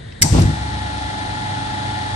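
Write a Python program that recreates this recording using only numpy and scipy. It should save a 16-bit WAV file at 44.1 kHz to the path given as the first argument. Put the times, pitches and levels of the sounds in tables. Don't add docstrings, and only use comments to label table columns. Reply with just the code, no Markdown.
import sys
import numpy as np
from scipy import signal
from scipy.fft import rfft, irfft
from scipy.io import wavfile
from scipy.ndimage import uniform_filter1d

SR = 44100
rng = np.random.default_rng(int(sys.argv[2]) if len(sys.argv) > 2 else 0)


def dump(signal):
    limited = np.clip(np.atleast_2d(signal).T, -1, 1)
    pcm = np.round(limited * 32767).astype(np.int16)
    wavfile.write(sys.argv[1], SR, pcm)


N = 94815

MAINS_HZ, SHAFT_HZ = 50, 24.975
POWER_ON_S, RUN_UP_S = .23, .215
AT_SPEED_S = POWER_ON_S + RUN_UP_S

HUM_ORDERS = [3, 4, 5, 7, 8, 9, 11, 12]
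WHINE_ORDERS = [30, 31, 34, 35, 36, 38, 56, 70, 130, 178]
# settled level in dB, left minus right in dB, left lead in radians.
HUM_TONES = [(-50, -1, 0), (-34.5, 1, 0), (-39, 4, .3), (-60.5, -5, 0.13), (-42, 4.5, 0.35),
             (-59.5, 6, 0.33), (-47.5, -3, 0.75), (-43.5, -6, 0.51)]
WHINE_TONES = [(-40.5, 6.5, -4), (-52, 17, 1.5), (-29, -6, -1.5), (-39, -7, 0), (-52, 9, 1),
               (-43, 8.5, -3.2), (-49.5, 4, 1.5), (-43, 1, -1.4), (-48, 2, -1.6), (-57.5, 23, 0.4)]
# centre in Hz, half-width in Hz, level in dB, left minus right in dB.
BEARING_BANDS = [(1383, 53, -46, 12.5), (1884, 120, -47.5, -5.5), (2055, 50, -52, -4.5),
                 (3320, 88, -50, 14.5), (3525, 74, -48.5, 14), (3880, 110, -44.5, 2.5),
                 (4156, 250, -47.5, 5), (7200, 76, -57.5, 5)]
# start in seconds, relative level in dB.
CONTACT_BOUNCES = [(0.2161, -15.5), (.2202, -1), (.2215, 1), (.2243, -3.5), (.2257, 3.5), (.2277, -1)]
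PANEL_JOLTS = [(.2155, -15.5), (.2335, -11.5), (.3245, -10), (.3395, -12), (.353, -14), (.3685, -11.5),
               (.3955, -8.5), (.4255, -9.5), (.4375, -11), (.456, -15), (.4905, -10)]
# frequency in Hz, relative level in dB, T60 in seconds.
CONTACTOR_MODES = [(2100, -13, 0.035), (2279, -14.5, 0.038), (2985, -17.5, 0.022), (3770, -14.5, 0.015),
                   (4840, -9, 0.072), (5470, -15, 0.027), (5780, -6, 0.029), (5870, -13.5, 0.03),
                   (7660, -12, .03), (7870, -14, 0.034), (9400, -19, 0.015), (11270, -8, 0.011)]
SPRING_MODES = [(3950, -45, 0.65), (4570, -43, .6), (5400, -37, .4), (5400, -45, 0.66), (5720, -35, 0.54),
                (6020, -34, 0.59), (7000, -39, 0.78), (7000, -36, 0.78), (7600, -29.5, 0.48),
                (7540, -33.5, .7), (8630, -35, 0.68)]
PANEL_MODES = [(66.1, -12, 0.37), (107, -15, 0.061), (153.7, 0, 0.18), (196, -4, 0.028), (251, -8, 0.146),
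               (314, -10, 0.24), (326.7, -17.5, 0.29), (394, -25, 0.017)]
# time in seconds, gain in dB.
SHUDDER_ENVELOPE = [(.2, -29.5), (.235, 1.5), (.29, -11), (.34, 4.5), (.42, 3.5), (.5, -3.5), (.525, -12),
                    (.62, -14), (.72, -19.5), (1.05, -27), (1.3, -22)]
# peak time in seconds, Gaussian sigma in seconds, centre in Hz,
# half-width in Hz, level in dB, left minus right in dB.
RATTLE_BURSTS = [(0.267, 0.022, 805, 147, -24.5, 8), (0.355, 0.0086, 600, 556, -19, -3),
                 (0.386, 0.0083, 740, 463, -20.5, 4), (0.375, 0.049, 3330, 4070, -29, 4),
                 (0.403, 0.0042, 11000, 910, -33.5, -4), (0.422, 0.0029, 6050, 4000, -25.5, 3)]
# frequency in Hz, left in dB/Hz, right in dB/Hz,
# left-right correlation from -1 to 1.
RUSH_SPECTRUM = [(30, -73, -81, 0.88), (53.5, -54.5, -56.5, 1), (150, -63, -60.5, 0.97),
                 (312, -60.5, -64.5, 1), (479, -69.5, -68.5, 0.074), (736, -55.5, -70.5, 0.41),
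                 (1117, -67, -66, 0.59), (1470, -61, -70.5, 0.82), (1640, -60.5, -61.5, 0.8),
                 (1980, -61, -63, 1), (2420, -70, -74.5, 0.87), (3200, -69.5, -72.5, 0.1),
                 (3980, -68.5, -74, 0.4), (5170, -71.5, -81, 0.27), (6450, -77.5, -87, 0.5),
                 (7800, -81.5, -84.5, 0.23), (9000, -76.5, -76.5, 0.15), (9600, -80, -81, 0.14),
                 (9350, -105, -105, 0.24), (10700, -101, -101, 0.54)]
CRACK_SPECTRUM = [(400, -67, -60, 1), (1150, -70, -71, .5), (2095, -45, -40.5, 1), (2540, -65, -53.5, 0),
                  (3440, -57, -52, 0.041), (4200, -57, -57, 0.57), (6000, -41, -39, 0), (6860, -46, -56, 0),
                  (7600, -37, -39, 0), (9860, -53, -46.5, 0.2), (12860, -59, -54, 0.42),
                  (15600, -67, -74, 0)]
TAIL_SPECTRUM = [(506, -59, -73, 0.045), (1390, -65, -77, 0.025), (2170, -60, -65, 0.049),
                 (2800, -72, -71, 0), (3700, -68, -69, 0), (4700, -58.5, -65, 0.3),
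                 (6340, -54.5, -70, 0.074), (6370, -61, -79, 0.21), (7700, -56, -71, 0.16),
                 (8950, -58.5, -60, .2), (9800, -83, -82, .3), (12200, -59.5, -58, 0.026)]
RUMBLE_SPECTRUM = [(30, -66, -68, 0.38), (59, -38, -42.5, 1), (120, -36, -35.5, 0.96), (280, -46, -45.5, 1),
                   (450, -61, -56.5, 0.04), (930, -78, -66, 0.68)]
BUTTON_SPECTRUM = [(1000, -80, -89, .3), (2000, -67, -65, .3), (3500, -70, -81, .3), (5200, -74, -80, .3),
                   (7000, -95, -99, .3)]
WORKSHOP_SPECTRUM = [(29.6, -80, -59, 1.0), (56, -58.5, -56.5, 1.0), (140, -57.5, -59, 0.84),
                     (250, -73, -72.5, 0.98), (580, -69, -72, -0.96), (1170, -82.5, -90.5, -0.2),
                     (1890, -70.5, -75, -0.0093), (2500, -88.5, -93.5, 0.4), (3720, -75.5, -81, 0.72),
                     (5250, -90.5, -101.5, -0.32), (7200, -95.5, -100, 1), (8850, -87.5, -88, -0.57)]


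def motor():
    speed = np.clip(since(POWER_ON_S) / RUN_UP_S, 0, 1)
    shaft_hz = SHAFT_HZ * speed * (1 + 0.00049 * drift(rate_hz=6))
    shaft_rad = 2 * np.pi * np.cumsum(shaft_hz) / SR
    unsettled = np.exp(-since(AT_SPEED_S) / .55)
    swell = (undb(-6) * pan(1.5)) ** unsettled
    hum = shaft_tones(HUM_ORDERS, HUM_TONES, shaft_rad, waver_db=-0.5)
    whine = swell * shaft_tones(WHINE_ORDERS, WHINE_TONES, shaft_rad, waver_db=0.5)
    return speed ** 2 * (hum + whine) + rush(speed, shaft_rad)


def shaft_tones(orders, levels, shaft_rad, waver_db):
    out = 0
    for order, (db, pan_db, lead_rad) in zip(orders, levels):
        phase_rad = order * shaft_rad + rng.uniform(0, 2 * np.pi) + np.array([[lead_rad], [0]])
        peak = np.sqrt(2) * undb(db + waver_db * drift(rate_hz=8.77))
        out = out + peak * pan(pan_db) * np.sin(phase_rad)
    return out


def rush(speed, shaft_rad):
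    fin_share = 0.44
    fin_response = white() * decay(0, t60_s=0.34)
    fin_response /= np.sqrt((fin_response ** 2).sum(axis=1, keepdims=True))
    direct = np.sqrt(1 - fin_share) * white()
    ringing = np.sqrt(fin_share) * irfft(rfft(white()) * rfft(fin_response), N)
    air = from_left(colour(direct + ringing, RUSH_SPECTRUM, top_hz=12200))
    swell = undb(-2.5 * np.exp(-since(POWER_ON_S)))
    throb = 1 + 0.067 * np.sin(shaft_rad) + 0.14 * np.sin(2 * np.pi * 2 * MAINS_HZ * since(0))
    return (air + bearings()) * speed * swell * throb


def bearings():
    return sum(noise_band(hz, width_hz) * undb(db + 0.8 * drift(rate_hz=7.1)) * pan(pan_db)
               for hz, width_hz, db, pan_db in BEARING_BANDS)


def contactor():
    body = from_left(ring(CONTACT_BOUNCES, CONTACTOR_MODES, scatter=0.92) * pan(3.5)) * undb(-4)
    crack_power = sum((undb(db) * decay(start_s, t60_s=0.017)) ** 2 for start_s, db in CONTACT_BOUNCES)
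    crack = colour(white(), CRACK_SPECTRUM) * np.sqrt(crack_power)
    shut_s = CONTACT_BOUNCES[-2][0]
    tail_gain = decay(shut_s, t60_s=0.83) + undb(-2) * decay(shut_s, t60_s=0.1)
    return body + crack + colour(white(), TAIL_SPECTRUM, top_hz=11300) * tail_gain


def springs():
    blow = [(CONTACT_BOUNCES[-2][0], 0)]
    return np.array([ring(blow, SPRING_MODES, scatter=0.65) for _ in range(2)]) * pan(3)


def shudder():
    sway_hz, sway_end_s, push_s = 70.1, 1.13, 0.0015
    t = since(0)
    strength = undb(np.interp(t, *np.array(SHUDDER_ENVELOPE).T))
    torque = strength * undb(-17.5) * np.sin(2 * np.pi * 2 * MAINS_HZ * t)
    settle = (1 - np.tanh((t - sway_end_s) / .05)) / 2
    sway_gain = undb(-23.5) * decay(AT_SPEED_S, t60_s=4.8) * settle
    sway = sway_gain * np.sin(2 * np.pi * sway_hz * since(AT_SPEED_S))
    thuds = smooth(ring(PANEL_JOLTS, PANEL_MODES), int(push_s * SR))
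    rumble = strength * colour(white(), RUMBLE_SPECTRUM, top_hz=1460)
    return from_left(rumble + (torque + sway - thuds) * pan(1))


def rattles():
    out = 0
    for peak_s, sigma_s, hz, width_hz, db, pan_db in RATTLE_BURSTS:
        burst = np.exp(-.5 * ((since(0) - peak_s) / sigma_s) ** 2)
        out = out + noise_band(hz, width_hz) * undb(db) * pan(pan_db) * burst
    return out


def button(press_s=.1212, attack_s=.002):
    envelope = np.minimum(since(press_s) / attack_s, 1) * decay(press_s, t60_s=0.047)
    return colour(white() * envelope, BUTTON_SPECTRUM, top_hz=7500)


def workshop():
    return colour(white(), WORKSHOP_SPECTRUM, top_hz=9260)


def ring(hits, modes, scatter=0.):
    out, t = np.zeros(N), np.arange(SR) / SR
    waves = np.array([undb(db) * np.exp((2j * np.pi * hz - np.log(1000) / t60_s) * t)
                      for hz, db, t60_s in modes])
    phases_rad = scatter * rng.uniform(-np.pi, np.pi, (len(hits), len(modes)))
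    for (start_s, db), phase_rad in zip(hits, phases_rad):
        i = int(start_s * SR)
        out[i:i + SR] += undb(db) * (np.exp(1j * phase_rad) @ waves).imag
    return out


def colour(pair, spectrum, top_hz=16000):
    bins_hz = np.arange(N // 2 + 1) * SR / N + 1
    hz, *columns = np.array(spectrum, float).T
    left_db, right_db, correlation = (np.interp(np.log(bins_hz), np.log(hz), c) for c in columns)
    mid, side = rfft(pair) * np.sqrt([(1 + correlation) / 2, (1 - correlation) / 2])
    shaped = np.array([(mid + side) * undb(left_db), (mid - side) * undb(right_db)])
    band_limit = 1 / np.sqrt((1 + (hz[0] / 2 / bins_hz) ** 8) * (1 + (bins_hz / top_hz) ** 60))
    return irfft(shaped * band_limit, N) * np.sqrt(SR / 2)


def noise_band(hz, width_hz):
    bins_hz = np.arange(N // 2 + 1) * SR / N
    noise = irfft(rfft(white()) * np.exp(-((bins_hz - hz) / width_hz) ** 2), N)
    return noise / noise.std()


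def from_left(pair, lag_s=0.0003086):
    bins_hz = np.arange(N // 2 + 1) * SR / N
    right = irfft(rfft(pair[1]) * np.exp(-2j * np.pi * bins_hz * lag_s), N)
    return np.array([pair[0], right])


def white():
    return rng.standard_normal((2, N))


def drift(rate_hz):
    hold = int(SR / rate_hz)
    steps = np.repeat(rng.standard_normal(N // hold + 1), hold)
    return np.sqrt(2) * smooth(steps, hold)[:N]


def smooth(x, samples):
    return uniform_filter1d(uniform_filter1d(x, samples), samples)


def decay(start_s, t60_s):
    age_s = since(start_s)
    return (age_s > 0) * np.exp(-np.log(1000) * age_s / t60_s)


def since(start_s):
    return np.maximum(np.arange(N) / SR - start_s, 0)


def pan(db):
    return undb(np.array([[db], [-db]]) / 2)


def undb(db):
    return 10 ** (np.asarray(db) / 20)


def scene():
    return button() + contactor() + springs() + shudder() + rattles() + motor() + workshop()


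def record(dry, low_cut_hz=31.4, top_hz=15800):
    highpass = signal.butter(2, low_cut_hz, "high", fs=SR, output="sos")
    lowpass = signal.ellip(8, .1, 60, top_hz, fs=SR, output="sos")
    clipped = np.clip(signal.sosfiltfilt(highpass, dry), -1, 1)
    return signal.sosfiltfilt(lowpass, clipped)


dry = scene()
out = record(dry)
dump(out)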